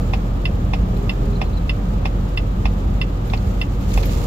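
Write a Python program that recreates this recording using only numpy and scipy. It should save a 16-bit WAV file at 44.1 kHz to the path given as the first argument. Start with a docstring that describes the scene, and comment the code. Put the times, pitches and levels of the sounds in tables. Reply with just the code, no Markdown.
"""Inside the cab of a diesel truck holding its speed downhill on the engine brake.
The engine drones and booms in the cab's air resonance; tyres rumble, rough road shakes the floor.
The turn signal's contact goes tick-tock and rings the dash; loose trim taps and squeaks a little.
Another truck overtakes: its tyres hum, its wake hisses and flutters at the seals and slaps the door."""
import sys
import numpy as np
from scipy import signal
from scipy.fft import rfft, irfft
from scipy.io import wavfile

SR = 44100
rng = np.random.default_rng(int(sys.argv[2]) if len(sys.argv) > 2 else 0)


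def digitize_waveform(pressure):
    """Quantize a signal to 16-bit integers and store it at the path in sys.argv[1].

    Rows of a 2-D input are taken as channels; values are limited to [-1, 1].
    """
    field = np.atleast_2d(pressure).T
    bounded = np.clip(field, -1, 1)
    quanta = np.round(bounded * 32767).astype(np.int16)
    wavfile.write(sys.argv[1], SR, quanta)


N = 188025
TIME_S, BIN_HZ = np.arange(N) / SR, np.fft.rfftfreq(N, 1 / SR)

# spectrum of click snaps and trim scuffs: (frequency [Hz], relative density [dB])
SNAP_SPECTRUM = [(500, -3), (1000, -5), (1500, -1), (2600, 6.5), (3600, -0.5), (5400, -5), (6300, -18),
                 (9000, -32), (11000, -22), (15000, -36)]


def engine(cycle_hz=11.254, boom_order=4, boom_db=-21, surge_half_s=0.042):
    """Engine and driveline drone; the order that meets the cab's air resonance booms."""
    # (multiple of the cycle rate, rms level [dB])
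    engine_orders = [(7, -37), (8, -40), (12, -36), (16, -40.5), (17, -50), (18, -44.5)]
    # road and air jolts swell or sag the boom: (time [s], gain [dB])
    surges = [(.14, 2), (.83, 3.5), (2.67, 4), (3.85, -5), (3.97, 6.5)]
    # (time [s], shaft rate [Hz])
    shaft_speed = [(0, 57.66), (.6, 57.24), (1.4, 57.13), (2.3, 56.42), (3.3, 55.8), (4.26, 56.23)]
    # (multiple of the shaft rate, rms level [dB])
    shaft_orders = [(1, -31), (2, -31.5), (5, -42.5)]
    rate_hz = np.full(N, cycle_hz)
    shaft_hz = np.interp(TIME_S, *np.transpose(shaft_speed))
    surge_db = sum(db * bell(s, surge_half_s) for s, db in surges)
    boom = hum(rate_hz, [(boom_order, boom_db + surge_db)], flutter_db=0.6, wander_rad=0.31)
    drone = hum(rate_hz, engine_orders, flutter_db=3, wander_rad=0.21)
    driveline = hum(shaft_hz, shaft_orders, flutter_db=0, wander_rad=0.3)
    return (boom + drone + driveline) * pan(0.63)


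def road(rumble_db=-23.5, rush_db=-45, bump_db=0.65, wall_cutoff_hz=1700):
    """Tyre rumble through the cab walls, road-driven cab resonances, steady air rush."""
    # (frequency [Hz], relative density [dB])
    rumble_spectrum = [(20, -9.5), (32, -13), (41, -6), (60, -2.5), (90, 2), (125, -6), (150, -5),
                       (190, -2.5), (225, -7), (265, -13), (370, -18), (550, -16), (900, -25), (1500, -31)]
    rush_spectrum = [(700, -1), (1300, 7), (1900, 1.5), (2800, 1.5), (3800, -2.5), (5000, -10.5),
                     (6500, -18), (8500, -21.5), (11000, -35), (14500, -20)]
    # (frequency [Hz], right minus left [dB])
    balance = [(80, 2), (200, -0.5), (340, -3.5), (520, 0), (900, 2.5), (1400, -0.5)]
    # (frequency [Hz], width [Hz], rms level [dB])
    cab_modes = [(280.6, 22, -44), (348.6, 13, -45.5), (481.4, 15, -46.5), (1227, 215, -44.5)]
    walls = 1 / (1 + (BIN_HZ / wall_cutoff_hz) ** 6)
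    lean = pan(on_bins(balance))
    rumble = cab_noise(from_db(on_bins(rumble_spectrum)) * walls * lean)
    rumble *= from_db(rumble_db + bump_db * drift(1.6))
    whines = sum(from_db(db) * cab_noise(resonance(hz, width) * lean) for hz, width, db in cab_modes)
    rush = from_db(rush_db) * cab_noise(from_db(on_bins(rush_spectrum)))
    return rumble + whines + rush


def floor():
    """Rough road shakes the floor's broad, dull resonance."""
    # (centre [s], rms level [dB], half length [s])
    rough_stretches = [(.75, -24.5, .22), (1.52, -29.5, 0.15), (2.69, -22.5, .08), (2.912, -19, 0.054),
                       (3.446, -25.5, 0.14), (3.87, -22.5, 0.15), (4.176, -21, 0.087)]
    shake = sum(from_db(db) * bell(s, half_s) for s, db, half_s in rough_stretches)
    return shake * cab_noise(resonance(centre_hz=70.2, width_hz=82) ** 2)


def turn_signal(first_s=0.1316, tock_gain_db=-3):
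    """Lamp on (tick) and lamp off (tock) alternate in a limping rhythm."""
    # dash modes: (frequency [Hz], relative level [dB], right minus left [dB])
    tick_modes = [(614, -29.5, 7), (757, -26, 13.5), (898, -24.5, 4.5), (1085, -26, -2), (1898, -37, 14.5),
                  (2102, -28.5, 8.5), (2443, -30, 10), (2615, -24, -1), (3000, -50, 7), (2980, -56, 1),
                  (3276, -42, 6), (3470, -33, 3), (3700, -43, -1), (4140, -44, 10), (4530, -53.5, 1),
                  (4690, -47.5, 7), (4980, -55, 5), (5560, -45, 17), (7160, -52, 6), (8650, -58, 8),
                  (10100, -52.5, 11)]
    tock_modes = [(1070, -28.5, -3), (1210, -45, -1), (1740, -41.5, 8), (2030, -23.5, 5.5),
                  (2675, -14, 4.5), (2914, -33, -11), (2966, -25.5, -3), (3227, -36, -4), (3510, -25, 5),
                  (3750, -36, -10), (4330, -38, 3), (4480, -39, 9), (4950, -31.5, 3), (5120, -34, 5),
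                  (5900, -50, 3), (10100, -48.5, 11), (10780, -56, 8), (11509, -52, 11)]
    # repeating round: (gap [s])
    gaps_s = (.32, .28, .36)
    times_s = first_s + np.cumsum([0, *np.tile(gaps_s, N // SR + 1)])
    times_s = times_s[times_s < N / SR]
    ticks = contact_clicks(times_s[::2], tick_modes, ring_rise_s=0.0037, lag_s=0.0022,
                           touch_db=-36, snap_db=-32, snap_rise_s=0.0083, crack_db=-60)
    tocks = contact_clicks(times_s[1::2], tock_modes, ring_rise_s=0.0034, lag_s=0.001408,
                           touch_db=-35, snap_db=-31, snap_rise_s=0.0088, crack_db=-49)
    return ticks + from_db(tock_gain_db) * tocks


def contact_clicks(times_s, modes, ring_rise_s, lag_s, touch_db, snap_db, snap_rise_s, crack_db):
    """One click, repeated: the contact touches lightly, then cracks, snaps and rings the dash."""
    t = np.arange(SR // 20) / SR
    lagged_s = t - lag_s
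    contact = from_db(touch_db) * swell(t, rise_s=0.0011) + from_db(snap_db) * swell(t, snap_rise_s)
    click = cab_noise(from_db(on_bins(SNAP_SPECTRUM)))[:, :len(t)] * contact
    crack = cab_noise(resonance(centre_hz=12000, width_hz=4500))[:, :len(t)]
    click += from_db(crack_db) * crack * swell(lagged_s, rise_s=0.0027)
    ear_phase_rad = np.array([[-0.82], [0.82]])   # right ear is nearer
    for k, (hz, db, right_db) in enumerate(modes):
        ring = swell(lagged_s, ring_rise_s) * np.sin(2 * np.pi * hz * lagged_s + ear_phase_rad)
        click += (-1) ** k * from_db(db) * pan(right_db) * ring   # neighbouring modes swing oppositely
    impulses = np.zeros((1, N))
    impulses[0, (times_s * SR).astype(int)] = 1
    return signal.fftconvolve(impulses, click, axes=1)[:, :N]


def gusts(release_s=0.18):
    """Draught above calm in dB: each gust builds, holds and dies away."""
    # (start [s], attack [s], hold [s], gain [dB])
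    gust_events = [(-.1, 0.083, .04, 3), (0.868, 0.042, 0.19, 2.5), (3.2, 0.1, .26, 3),
                   (3.795, 0.017, .5, 6), (3.87, 0.086, .3, 5)]
    gust_db = 0
    for start_s, attack_s, hold_s, db in gust_events:
        attack = np.clip((TIME_S - start_s) / attack_s, 0, 1)
        release = np.exp(-np.maximum(TIME_S - start_s - attack_s - hold_s, 0) / release_s)
        gust_db += db * attack * release
    return gust_db


def seals(gust_db, calm_db=-51, flutter_db=1.27, calm_spurts_per_s=6, spurt_power=2.3, spurt_db=-1.5):
    """Air leaks past the door seals in turbulent puffs; gusts bring more sharp spurts."""
    # hiss per ear: (frequency [Hz], relative density [dB])
    left_spectrum = [(1000, -3), (2200, 4), (4000, 10.5), (5200, 7.5), (6500, 4.5), (7600, 3), (8600, 0),
                     (10500, -1), (13000, 2.5), (15500, -5)]
    right_spectrum = [(1000, 4.5), (2200, 13), (4000, 10), (5000, 10), (5900, 8.5), (7200, 13.5),
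                      (8600, -3.5), (10500, 1.5), (13500, 5.5), (15500, 4)]
    hiss = cab_noise(from_db([on_bins(left_spectrum), on_bins(right_spectrum)]))
    onsets = rng.random(N) < calm_spurts_per_s * from_db(spurt_power * gust_db) / SR
    spurt = swell(np.arange(SR // 50) / SR, rise_s=0.00053)
    spurts = signal.fftconvolve(onsets.astype(float), spurt)[:N]
    level_db = calm_db + gust_db + flutter_db * drift(35)
    return hiss * from_db(level_db) * (1 + from_db(spurt_db) * spurts)


def door(gust_db, calm_db=-45):
    """Gusts drum on the door panel with a dull roar; wake eddies slap it."""
    # (centre [s], rms level [dB], half length [s])
    wake_slaps = [(4.01, -33, 0.051), (4.26, -33, .04)]
    roar = from_db(calm_db + gust_db) * cab_noise(resonance(centre_hz=400, width_hz=400))
    slaps = sum(from_db(db) * bell(s, half_s) for s, db, half_s in wake_slaps)
    return roar + slaps * cab_noise(resonance(centre_hz=480, width_hz=490))


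def overtaker(tyre_hz=402.4, fall_hz_per_s=7.04, pass_half_s=0.095):
    """The other truck's tyre hum at the left window swells with each axle and sinks in pitch."""
    # (passing time [s], rms level [dB])
    axles = [(1.0, -37.5), (1.29, -35)]
    pitch_hz = tyre_hz - fall_hz_per_s * (TIME_S - axles[0][0])
    nearness = sum(from_db(db) * bell(s, pass_half_s) for s, db in axles)
    return nearness * hum(pitch_hz, [(1, 0)], flutter_db=1.5, wander_rad=0.24) * pan(-2.7)


def trim_taps(width_share=0.19):
    """Loose plastic trim taps: a narrow ring over a broad scuff."""
    # (start [s], level [dB], ring [Hz], rise [s])
    taps = [(0.961, -47, 3950, .005), (0.971, -47, 12500, 0.0033), (3.277, -46, 12500, 0.002),
            (3.297, -39.5, 3885, 0.004), (3.372, -41.5, 4300, 0.0044), (3.459, -50, 12500, 0.0016),
            (3.808, -46, 12500, .003), (3.916, -40, 3900, .003), (3.935, -38.5, 10200, 0.0028),
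            (3.937, -37, 6670, 0.0044), (3.977, -39, 12000, .003), (4.029, -33, 4080, 0.0025),
            (4.032, -34.5, 2270, .005), (4.054, -35, 12800, 0.0042), (4.092, -35, 4040, 0.0025)]
    scuff = cab_noise(from_db(on_bins(SNAP_SPECTRUM)))
    out = 0
    for start_s, db, hz, rise_s in taps:
        ring = cab_noise(resonance(hz, width_share * hz))
        out += from_db(db) * swell(TIME_S - start_s, rise_s) * (ring + scuff)
    return out


def trim_squeaks(sag_share=0.013, rasp_share=0.05):
    """Trim sticks and slips: short raspy chirps that sag in pitch."""
    # (peak time [s], rms level [dB], pitch [Hz], half length [s])
    chirps = [(1.335, -48, 4030, .005), (1.364, -45.5, 4120, 0.012), (1.463, -51, 4200, 0.014),
              (1.536, -48, 4020, 0.0076), (1.557, -50, 4250, 0.0097), (1.578, -43, 4060, .009)]
    out = 0
    for peak_s, db, hz, half_s in chirps:
        progress = np.clip((TIME_S - peak_s) / half_s, -6, 6)
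        pitch_hz = hz * (1 - sag_share * progress + rasp_share * drift(700))
        phase = 2 * np.pi * np.cumsum(pitch_hz) / SR + rng.uniform(0, np.pi / 2, (2, 1))
        out += from_db(db) * np.exp(-progress ** 2) * np.sqrt(2) * np.sin(phase)
    return out


def cab_echoes(x, echo_db=-10, first_echo_s=0.00418, t60_s=0.085):
    """Adds dense, short reflections from glass and panels."""
    t = np.arange(SR // 6) / SR
    echoes = rng.standard_normal((2, len(t))) * from_db(-60 * t / t60_s) * (t > first_echo_s)
    echoes /= np.sqrt(np.sum(echoes ** 2, axis=1, keepdims=True))
    return x + from_db(echo_db) * signal.fftconvolve(x, echoes, axes=1)[:, :N]


def hum(rate_hz, partials, flutter_db, wander_rad):
    """Partials of a rotating part, each wavering on its own in level and phase."""
    angle = 2 * np.pi * np.cumsum(rate_hz) / SR
    out = 0
    for order, db in partials:
        phase = order * angle + rng.uniform(0, 2 * np.pi) + wander_rad * drift(3.8)
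        out += from_db(db + flutter_db * drift(3.1)) * np.sin(phase)
    return np.sqrt(2) * out


def cab_noise(bin_gain):
    """Coloured stereo noise, rms 1, alike in both ears only in the bass."""
    # (frequency [Hz], left-right correlation)
    ear_correlation = [(40, 0.93), (130, 1), (300, 0.89), (430, 0.61), (620, -0.32), (850, 0.47),
                       (1100, -0.26), (1300, -0.54), (1700, -0.13), (4000, -0.034)]
    mid, side = rfft(rng.standard_normal((2, N)))
    alike = np.clip(on_bins(ear_correlation), -0.999, 0.999)
    ears = np.sqrt(1 + alike) * mid + np.sqrt(1 - alike) * side * [[1], [-1]]
    return rms_one(irfft(bin_gain * ears, N))


def drift(rate_hz):
    """Random wander below about rate_hz, rms 1."""
    return rms_one(irfft(rfft(rng.standard_normal(N)) / (1 + (BIN_HZ / rate_hz) ** 2), N))


def resonance(centre_hz, width_hz):
    """Gain of a resonance per FFT bin."""
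    return 1 / (1 + (2 * (BIN_HZ - centre_hz) / width_hz) ** 2)


def on_bins(points):
    """Table interpolated over log frequency, per FFT bin."""
    hz, value = np.transpose(points)
    return np.interp(np.log(BIN_HZ + 1e-9), np.log(hz), value)


def swell(t, rise_s):
    """Envelope: reaches 1 at rise_s, then decays."""
    u = np.maximum(t, 0) / rise_s
    return (u * np.exp(1 - u)) ** 2


def bell(centre_s, half_s):
    """Gaussian envelope, peak 1."""
    return np.exp(-((TIME_S - centre_s) / half_s) ** 2)


def pan(right_db):
    """Left and right gains."""
    return from_db(np.array([[-0.5], [0.5]]) * right_db)


def from_db(db):
    """Decibels to gain."""
    return 10 ** (np.asarray(db) / 20)


def rms_one(x):
    """Scale to rms 1."""
    return x / np.sqrt(np.mean(x ** 2) + 1e-20)


def scene(buffet_share=0.1, soften_share=0.14):
    """Engine, road, air and dash; gusts also shake the cab, and the clicks soften under them."""
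    gust_db = gusts()
    clicks = turn_signal() * from_db(-soften_share * gust_db)
    road_and_air = road() * from_db(buffet_share * gust_db) + seals(gust_db) + door(gust_db)
    outside = engine() + floor() + overtaker() + road_and_air
    return outside + cab_echoes(clicks + trim_taps() + trim_squeaks())


def record(dry):
    """Steep low-pass at 15.6 kHz."""
    return signal.sosfilt(signal.ellip(12, 0.1, 80, 15600, fs=SR, output="sos"), dry)


dry = scene()
out = record(dry)
digitize_waveform(out)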